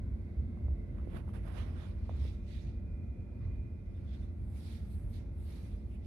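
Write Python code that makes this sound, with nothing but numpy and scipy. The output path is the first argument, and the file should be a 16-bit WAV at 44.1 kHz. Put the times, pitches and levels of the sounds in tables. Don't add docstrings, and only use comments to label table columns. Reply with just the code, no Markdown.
import sys
import numpy as np
from scipy import signal
from scipy.io import wavfile
from scipy.ndimage import uniform_filter1d

SR = 44100
rng = np.random.default_rng(int(sys.argv[2]) if len(sys.argv) > 2 else 0)


def store_pcm(level_fs):
    pcm = np.round(np.clip(level_fs, -1, 1) * 32767).astype(np.int16)
    wavfile.write(sys.argv[1], SR, np.atleast_2d(pcm).T)


N = 267246

# f/Hz, level/dB
AIR_SPECTRUM = [(100, -20), (130, -7), (165, -3.5), (210, 0.5), (255, -7), (320, -18), (480, -23.5),
                (590, -24), (800, -32), (1100, -39), (1280, -40.5), (1400, -39.5), (1520, -41.5),
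                (1820, -45), (2080, -41.5), (2260, -45), (2550, -46), (2900, -56), (3200, -55), (3800, -56),
                (7400, -68.5), (9000, -62), (12700, -63.5)]
# f/Hz, coherence/1
AIR_COHERENCE = [(40, .99), (90, .98), (170, .84), (215, .9), (300, .75), (500, .45), (900, .3), (1400, .1),
                 (15000, .05)]
# f/Hz, pan/dB
AIR_PAN = [(40, -2), (100, -0.5), (200, 0), (350, -3), (600, 0.5), (1050, -2), (1400, 4.5), (1800, -5),
           (2200, -7.5), (2700, 0), (3800, -5), (6000, -7.5), (8000, -3), (13000, 0.5)]
# f/Hz, phase/rad
PORT_PHASE = [(40, .1), (170, .42), (260, .05), (340, -.7), (500, -1.1), (700, -.2)]
# t/s, air and hum gain/dB, extra air treble/dB
VENT_NEARNESS = [(0, 0.5, 6), (1, 2, 2.5), (2, 0, 3), (3, -0.5, 3.5), (4, -1.5, 3.5), (5, -1.5, 7),
                 (6.06, -1, 2.5)]
# f/Hz, level/dB
BOOM_SPECTRUM = [(28, -29), (38, -3), (48, 1), (65, 1.5), (90, 0.5), (115, -11.5), (140, -15.5)]
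# t/s, level/dB
BOOM_ENVELOPE = [(0.03, -38.5), (0.25, -42), (0.43, -34.5), (0.56, -41), (0.68, -37), (0.81, -42.5),
                 (1.0, -36), (1.22, -42), (1.35, -38), (1.62, -39), (1.95, -39.5), (2.15, -36),
                 (2.45, -41.5), (2.55, -37.5), (3.28, -42.5), (3.37, -37), (3.65, -39.5), (3.75, -42.5),
                 (4.0, -40), (4.55, -40), (4.68, -44), (4.8, -39), (6.02, -42)]
# t of the crest/s, duration/s, f/Hz, level/dB
LOW_TONES = [(0.096, 0.24, 67.6, -39), (0.431, 0.23, 64.1, -42.5), (0.679, 0.21, 70.24, -31.5),
             (2.167, .2, 69.1, -35.5), (2.36, .16, 47.2, -54)]
# t/s, f/Hz
SHAFT_SPEED = [(0, 28.71), (2, 28.66), (4, 28.63), (6.06, 28.62)]
# harmonic number, level/dB, pan/dB
HUM_HARMONICS = [(8, -71, 1.5), (10, -68.5, -4.5), (12, -62.5, -3.5), (13, -73.5, -1.5), (15, -73, -1),
                 (16, -74, 2), (18, -76.5, -3), (20, -77, -3), (21, -78, 0), (24, -82.5, 2)]
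# harmonic number, partner's harmonic number, partner's amplitude/1, pan/dB, phase/rad
WHINE_BEAMS = [(72, 69, .6, -7., -2.1), (84, 87, .4, -6., 1.1)]
# t/s, level of harmonic 72/dB, level of harmonic 84/dB
WHINE_LEVELS = [(0, -82.5, -92), (.8, -80, -101.5), (1, -79.5, -99), (1.3, -84, -104), (1.8, -82, -81),
                (2.3, -82.5, -83.5), (2.9, -83, -79), (3.2, -86.5, -80), (3.45, -76.5, -77.5),
                (3.7, -85, -78), (4.3, -82.5, -92.5), (5, -94, -89), (6.06, -83, -88)]
# relative amplitude of the noise skirt/1, rms waver/dB
WHINE_ROUGHNESS = [(.7, 2.0), (.45, 1.5)]
# offset in harmonic number, relative level/dB
WHINE_SIDEBANDS = [(-1, -15), (1, -15), (4, -16), (7, -17)]
# f/Hz, level/dB
SWISH_SPECTRUM = [(1700, -8), (2300, -2.5), (3000, -7.5), (3600, -1.5), (4300, -5.5), (5000, -7.5),
                  (6300, -10), (7500, -14.5), (9500, -21)]
SCRAPE_SPECTRUM = [(200, -19), (400, 12), (900, 4.5), (1400, 4), (2400, -3), (3200, -7.5), (4500, -31.5)]
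SIZZLE_SPECTRUM = [(6500, -19), (8500, -3.5), (10500, -1), (12000, -6), (12700, -11), (13300, -14),
                   (14500, -15.5), (15600, -25)]
# f/Hz, pan/dB
CLOTH_PAN = [(300, -12.5), (1300, -1), (2700, -5), (3300, -0.5), (5000, 0.5), (7500, 8), (10500, -7),
             (14000, 8)]
# f/Hz, coherence/1
CLOTH_COHERENCE = [(100, 0.14), (1500, 0.026)]
# t at full strength/s, rise/s, hold/s, fall/s, swish level/dB, scrape level/dB,
# sizzle level/dB, swish pan/dB, scrape pan/dB
SLEEVE_STROKES = [(0.985, 0.12, 0.001, 0.13, -88, -65, -88, -3, -7),
                  (1.165, 0.1, 0.001, 0.067, -67, -53, -69.5, -22, -17),
                  (1.29, 0.082, 0.015, 0.07, -80, -67.5, -80, -8, -9),
                  (1.339, 0.014, 0.034, 0.04, -71.5, -59, -72.5, -18, -14),
                  (1.481, 0.14, 0.001, 0.24, -72, -58, -74, -19, -13),
                  (1.578, 0.077, 0.001, 0.2, -61.5, -52.5, -72, -24, -16),
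                  (1.778, 0.12, 0.069, 0.21, -69.5, -61, -79, -16, -7.5),
                  (2.11, 0.25, 0.001, 0.16, -85, -64, -96, -14, 5),
                  (2.236, 0.29, 0.044, 0.16, -64, -65.5, -77, -11, 0),
                  (2.491, 0.074, 0.089, 0.17, -66, -77, -80.5, -10, 14),
                  (2.617, .1, 0.077, 0.099, -71, -87, -93, -17, -3),
                  (3.45, 0.13, 0.001, 0.37, -81, -72, -95, -5, -3),
                  (3.98, 0.21, 0.1, 0.25, -81, -73, -89, -10, 0),
                  (4.143, 0.11, 0.001, 0.18, -69.5, -72, -85, -11, 7),
                  (4.24, .1, 0.001, 0.062, -77, -74, -84, -6, -1),
                  (4.546, 0.23, 0.041, 0.11, -83, -89, -74.5, 2, 0.5),
                  (4.584, 0.08, 0.18, 0.19, -66.5, -70, -73, -7, 2),
                  (4.917, 0.12, 0.024, 0.18, -78.5, -85, -72.5, -10, 11),
                  (4.984, .1, 0.044, 0.2, -100, -92, -78, 1.5, 8),
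                  (5.11, 0.065, 0.061, 0.05, -90, -92, -78, 1.5, 8),
                  (5.142, 0.055, 0.038, 0.12, -69, -78, -83, -6, 2),
                  (5.406, 0.1, 0.045, 0.33, -82, -76, -75, 0, 15),
                  (5.508, 0.13, 0.15, 0.29, -69.5, -70.5, -77, -7, 3.5),
                  (5.943, 0.19, 0.0011, .1, -81, -90, -79.5, -2, 5),
                  (6.05, 0.049, 0.001, .1, -70.5, -94, -85, -13, 1)]
# swish level/dB, scrape level/dB, sizzle level/dB
RESTING_RUSTLE = (-87, -91.5, -96.5)
# t/s, duration/s, centre f/Hz, bandwidth/Hz, level/dB, pan/dB
CLOTH_RUBS = [(1.555, 0.094, 3005, 1200, -59, -23), (1.765, 0.13, 3480, 900, -67, -19),
              (2.468, 0.18, 3760, 800, -67, -10), (4.53, 0.31, 11300, 1800, -79, 3),
              (5.07, .125, 11500, 1800, -75, -1), (5.36, 0.33, 11400, 1800, -76, -1),
              (3.369, 0.18, 1152, 497, -69.5, 20), (3.934, 0.063, 3600, 300, -78, -8),
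              (4.061, 0.12, 3430, 352, -66.5, -17), (4.215, 0.046, 3600, 250, -71, -16),
              (4.57, 0.24, 4340, 900, -71, -9), (4.88, 0.088, 4220, 900, -77, -7),
              (5.112, 0.095, 4320, 1000, -69.5, -11), (5.41, 0.25, 4270, 1100, -71.5, -10),
              (5.894, 0.091, 2516, 1100, -70.5, -12)]
# t/s, peak level/dB, pan/dB, factor on the mode frequencies/1
GRIP_CLICKS = [(.573, -49, -30, 1.06), (.683, -43, -27, 0.97), (0.985, -54.5, -14, 1.7),
               (0.997, -55, -12, 1.9), (1.073, -34, -28, 0.44), (1.145, -29.5, -34, 0.24),
               (1.167, -46.5, -22, 1.8), (1.278, -50, -24, 1.3), (1.291, -51.5, -23, 1.7),
               (1.756, -43, -32, 0.37), (2.0937, -35, -7, 1.0), (2.113, -46.5, -22, 0.87),
               (2.252, -38.5, -9, 0.42)]
# f/Hz, relative level/dB, T60/s
HOUSING_MODES = [(456, -15, 0.0049), (670, 14, 0.0076), (900, 3.5, 0.0084), (2030, -5.5, 0.0045),
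                 (3820, -13, 0.004)]

AIR_DB, BAND_LIMIT_HZ = -50.5, 15650
STROKE_EDGE_DB = 20


def gain_of(db):
    return 10 ** (np.asarray(db) / 20)


def unit_rms(x):
    return x / np.sqrt(np.mean(x ** 2) + 1e-20)


def at_frequency(points, hz):
    f, value = np.transpose(points)
    return np.interp(np.log(hz + 1), np.log(f + 1), value)


def curves(rows):
    times, *columns = np.transpose(rows)
    return [np.interp(np.arange(N) / SR, times, column) for column in columns]


def pan(pan_db):
    pair = gain_of(np.array([pan_db / 2, -pan_db / 2]))
    return pair / np.sqrt((pair ** 2).mean(0))


def add(mix, start, sound):
    part = mix[:, round(start * SR):][:, :sound.shape[1]]
    part += sound[:, :part.shape[1]]


def wander(hz):
    t = np.arange(N) / SR
    rates = np.geomspace(hz / 10, hz, num=12)
    return unit_rms(sum(np.sin(2 * np.pi * (f * t + rng.random())) for f in rates))


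def band_modulator(shape, width_hz):
    pole = np.exp(-np.pi * width_hz / SR)
    return unit_rms(signal.lfilter([1], [1, -2 * pole, pole * pole], rng.standard_normal(shape)))


def stereo_noise(spectrum, coherence, balance, patchy_db, size):
    frames, hz = 4 * N // size + 5, np.fft.rfftfreq(size, 1 / SR)
    left_re, left_im, own_re, own_im, patches = rng.standard_normal((frames, len(hz), 5)).T
    patches = unit_rms(uniform_filter1d(uniform_filter1d(patches, size=4, axis=0), size=30, axis=1))
    patches *= np.clip(hz / 800, .3, 1)[:, None]
    likeness = np.clip(at_frequency(coherence, hz), -1, 1)[:, None]
    left = left_re + 1j * left_im
    shared = likeness * np.exp(-1j * at_frequency(PORT_PHASE, hz))[:, None] * left
    right = shared + np.sqrt(1 - likeness ** 2) * (own_re + 1j * own_im)
    in_band = (hz >= spectrum[0][0]) & (hz <= spectrum[-1][0])
    port_gains = in_band * pan(at_frequency(balance, hz))
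    colour = gain_of(at_frequency(spectrum, hz)[:, None] + patchy_db * patches)
    bins = np.array([left, right]) * port_gains[:, :, None] * colour
    return unit_rms(signal.istft(bins, nperseg=size, noverlap=3 * size // 4)[1][:, :N])


def cloth_rubs():
    out = np.zeros((2, N))
    for start, length, hz, width_hz, db, pan_db in CLOTH_RUBS:
        t = np.arange(0, length, 1 / SR)
        band = band_modulator((2, 16000), width_hz)[:, :len(t)] * np.sin(2 * np.pi * hz * t)
        band *= signal.windows.tukey(len(t), .6)
        add(out, start, pan(pan_db)[:, None] * gain_of(db) * band)
    return out


def stroke_gains():
    t = np.arange(N) / SR
    power = gain_of(RESTING_RUSTLE)[:, None, None] ** 2 * np.ones((2, N))
    for onset, rise, hold, fall, *db, swish_pan, scrape_pan in SLEEVE_STROKES:
        away = np.maximum((onset - t) / rise, 0) + np.maximum((t - onset - abs(hold)) / fall, 0)
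        sizzle_pan = min(scrape_pan, 0)
        peaks = pan(np.array([swish_pan, scrape_pan, sizzle_pan])).T * gain_of(db)[:, None]
        power += (peaks[:, :, None] * gain_of(-STROKE_EDGE_DB * away)) ** 2
    return np.sqrt(power)


def sleeve_rustle():
    flutter = gain_of(0.57 * wander(60))
    hisses = [stereo_noise(spectrum, CLOTH_COHERENCE, CLOTH_PAN, patchy_db=2.0, size=256)
              for spectrum in (SWISH_SPECTRUM, SCRAPE_SPECTRUM, SIZZLE_SPECTRUM)]
    return flutter * (stroke_gains() * hisses).sum(0)


def grip_clicks():
    t, out = np.arange(1500) / SR, np.zeros((2, N))
    attack = (1 - np.exp(-t / .001)) ** 2
    for start, peak_db, pan_db, pitch in GRIP_CLICKS:
        modes = [gain_of(db - 60 * t / t60) * np.sin(2 * np.pi * hz * pitch * t)
                 for hz, db, t60 in HOUSING_MODES]
        ring = -attack * sum(modes)
        add(out, start, pan(pan_db)[:, None] * gain_of(peak_db) * ring / abs(ring).max())
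    return out


def commutator_whine(shaft_angle):
    out = np.zeros((2, N))
    for beam, db, (skirt, waver_db) in zip(WHINE_BEAMS, curves(WHINE_LEVELS), WHINE_ROUGHNESS):
        harmonic, partner, partner_gain, pan_db, left_lead = beam
        phase = np.array([[left_lead], [0]])
        brush_noise = skirt * band_modulator((2, N), width_hz=190)
        tone = (1 + brush_noise) * np.sin(harmonic * shaft_angle + phase)
        tone += partner_gain * np.sin(partner * shaft_angle + phase)
        for offset, side_db in WHINE_SIDEBANDS:
            side_phase = phase + 2 * np.pi * rng.random()
            tone += gain_of(side_db) * np.sin((harmonic + offset) * shaft_angle + side_phase)
        out += pan(pan_db)[:, None] * np.sqrt(2) * gain_of(db + waver_db * wander(8)) * tone
    return out


def motor_hum(shaft_angle):
    near_db, _ = curves(VENT_NEARNESS)
    out = np.zeros((2, N))
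    for harmonic, db, pan_db in HUM_HARMONICS:
        waver_db = .8 if harmonic == 12 else 2.5
        left_lead = at_frequency(PORT_PHASE, harmonic * SHAFT_SPEED[0][1])
        phase = 2 * np.pi * rng.random() + np.array([[left_lead], [0]])
        tone = np.sqrt(2) * np.sin(harmonic * shaft_angle + phase)
        out += pan(pan_db)[:, None] * gain_of(db + near_db + waver_db * wander(9)) * tone
    return out


def motor():
    shaft_hz = curves(SHAFT_SPEED)[0] * (1 + 0.00046 * wander(2.5))
    shaft_angle = 2 * np.pi * np.cumsum(shaft_hz) / SR
    return motor_hum(shaft_angle) + commutator_whine(shaft_angle)


def low_tones():
    out = np.zeros((2, N))
    for crest, length, hz, db in LOW_TONES:
        t = np.arange(0, length, 1 / SR)
        tone = np.sqrt(2) * np.sin(2 * np.pi * (hz * t + rng.random())) * np.hanning(len(t))
        port_gains = pan(at_frequency(AIR_PAN, hz))[:, None]
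        add(out, max(crest - length / 2, 0), port_gains * gain_of(db) * tone)
    return out


def cabin_boom():
    rumble = stereo_noise(BOOM_SPECTRUM, AIR_COHERENCE, AIR_PAN, patchy_db=-2, size=4096)
    power = uniform_filter1d(uniform_filter1d((rumble ** 2).mean(0), size=3000), size=3000)
    surge = np.sqrt(abs(power) + 0.00092)
    levelled = unit_rms(rumble / surge ** 0.84)
    return gain_of(curves(BOOM_ENVELOPE)[0] + 1.6 * wander(14)) * levelled


def duct_roar():
    near_db, treble_db = curves(VENT_NEARNESS)
    flow = stereo_noise(AIR_SPECTRUM, AIR_COHERENCE, AIR_PAN, patchy_db=2.0, size=2048)
    body = signal.sosfiltfilt(signal.butter(2, 1000, fs=SR, output="sos"), flow)
    treble = flow - body
    return gain_of(AIR_DB + near_db) * (body + gain_of(treble_db) * treble)


def scene():
    blower = duct_roar() + cabin_boom() + low_tones() + motor()
    return blower + sleeve_rustle() + cloth_rubs() + grip_clicks()


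def record(dry):
    bass_cut = signal.sosfilt(signal.butter(6, 40, "high", fs=SR, output="sos"), dry)
    low_pass = signal.firwin(511, BAND_LIMIT_HZ, window=("kaiser", 9), fs=SR)
    return signal.oaconvolve(bass_cut, low_pass[None], "same")


dry = scene()
out = record(dry)
store_pcm(out)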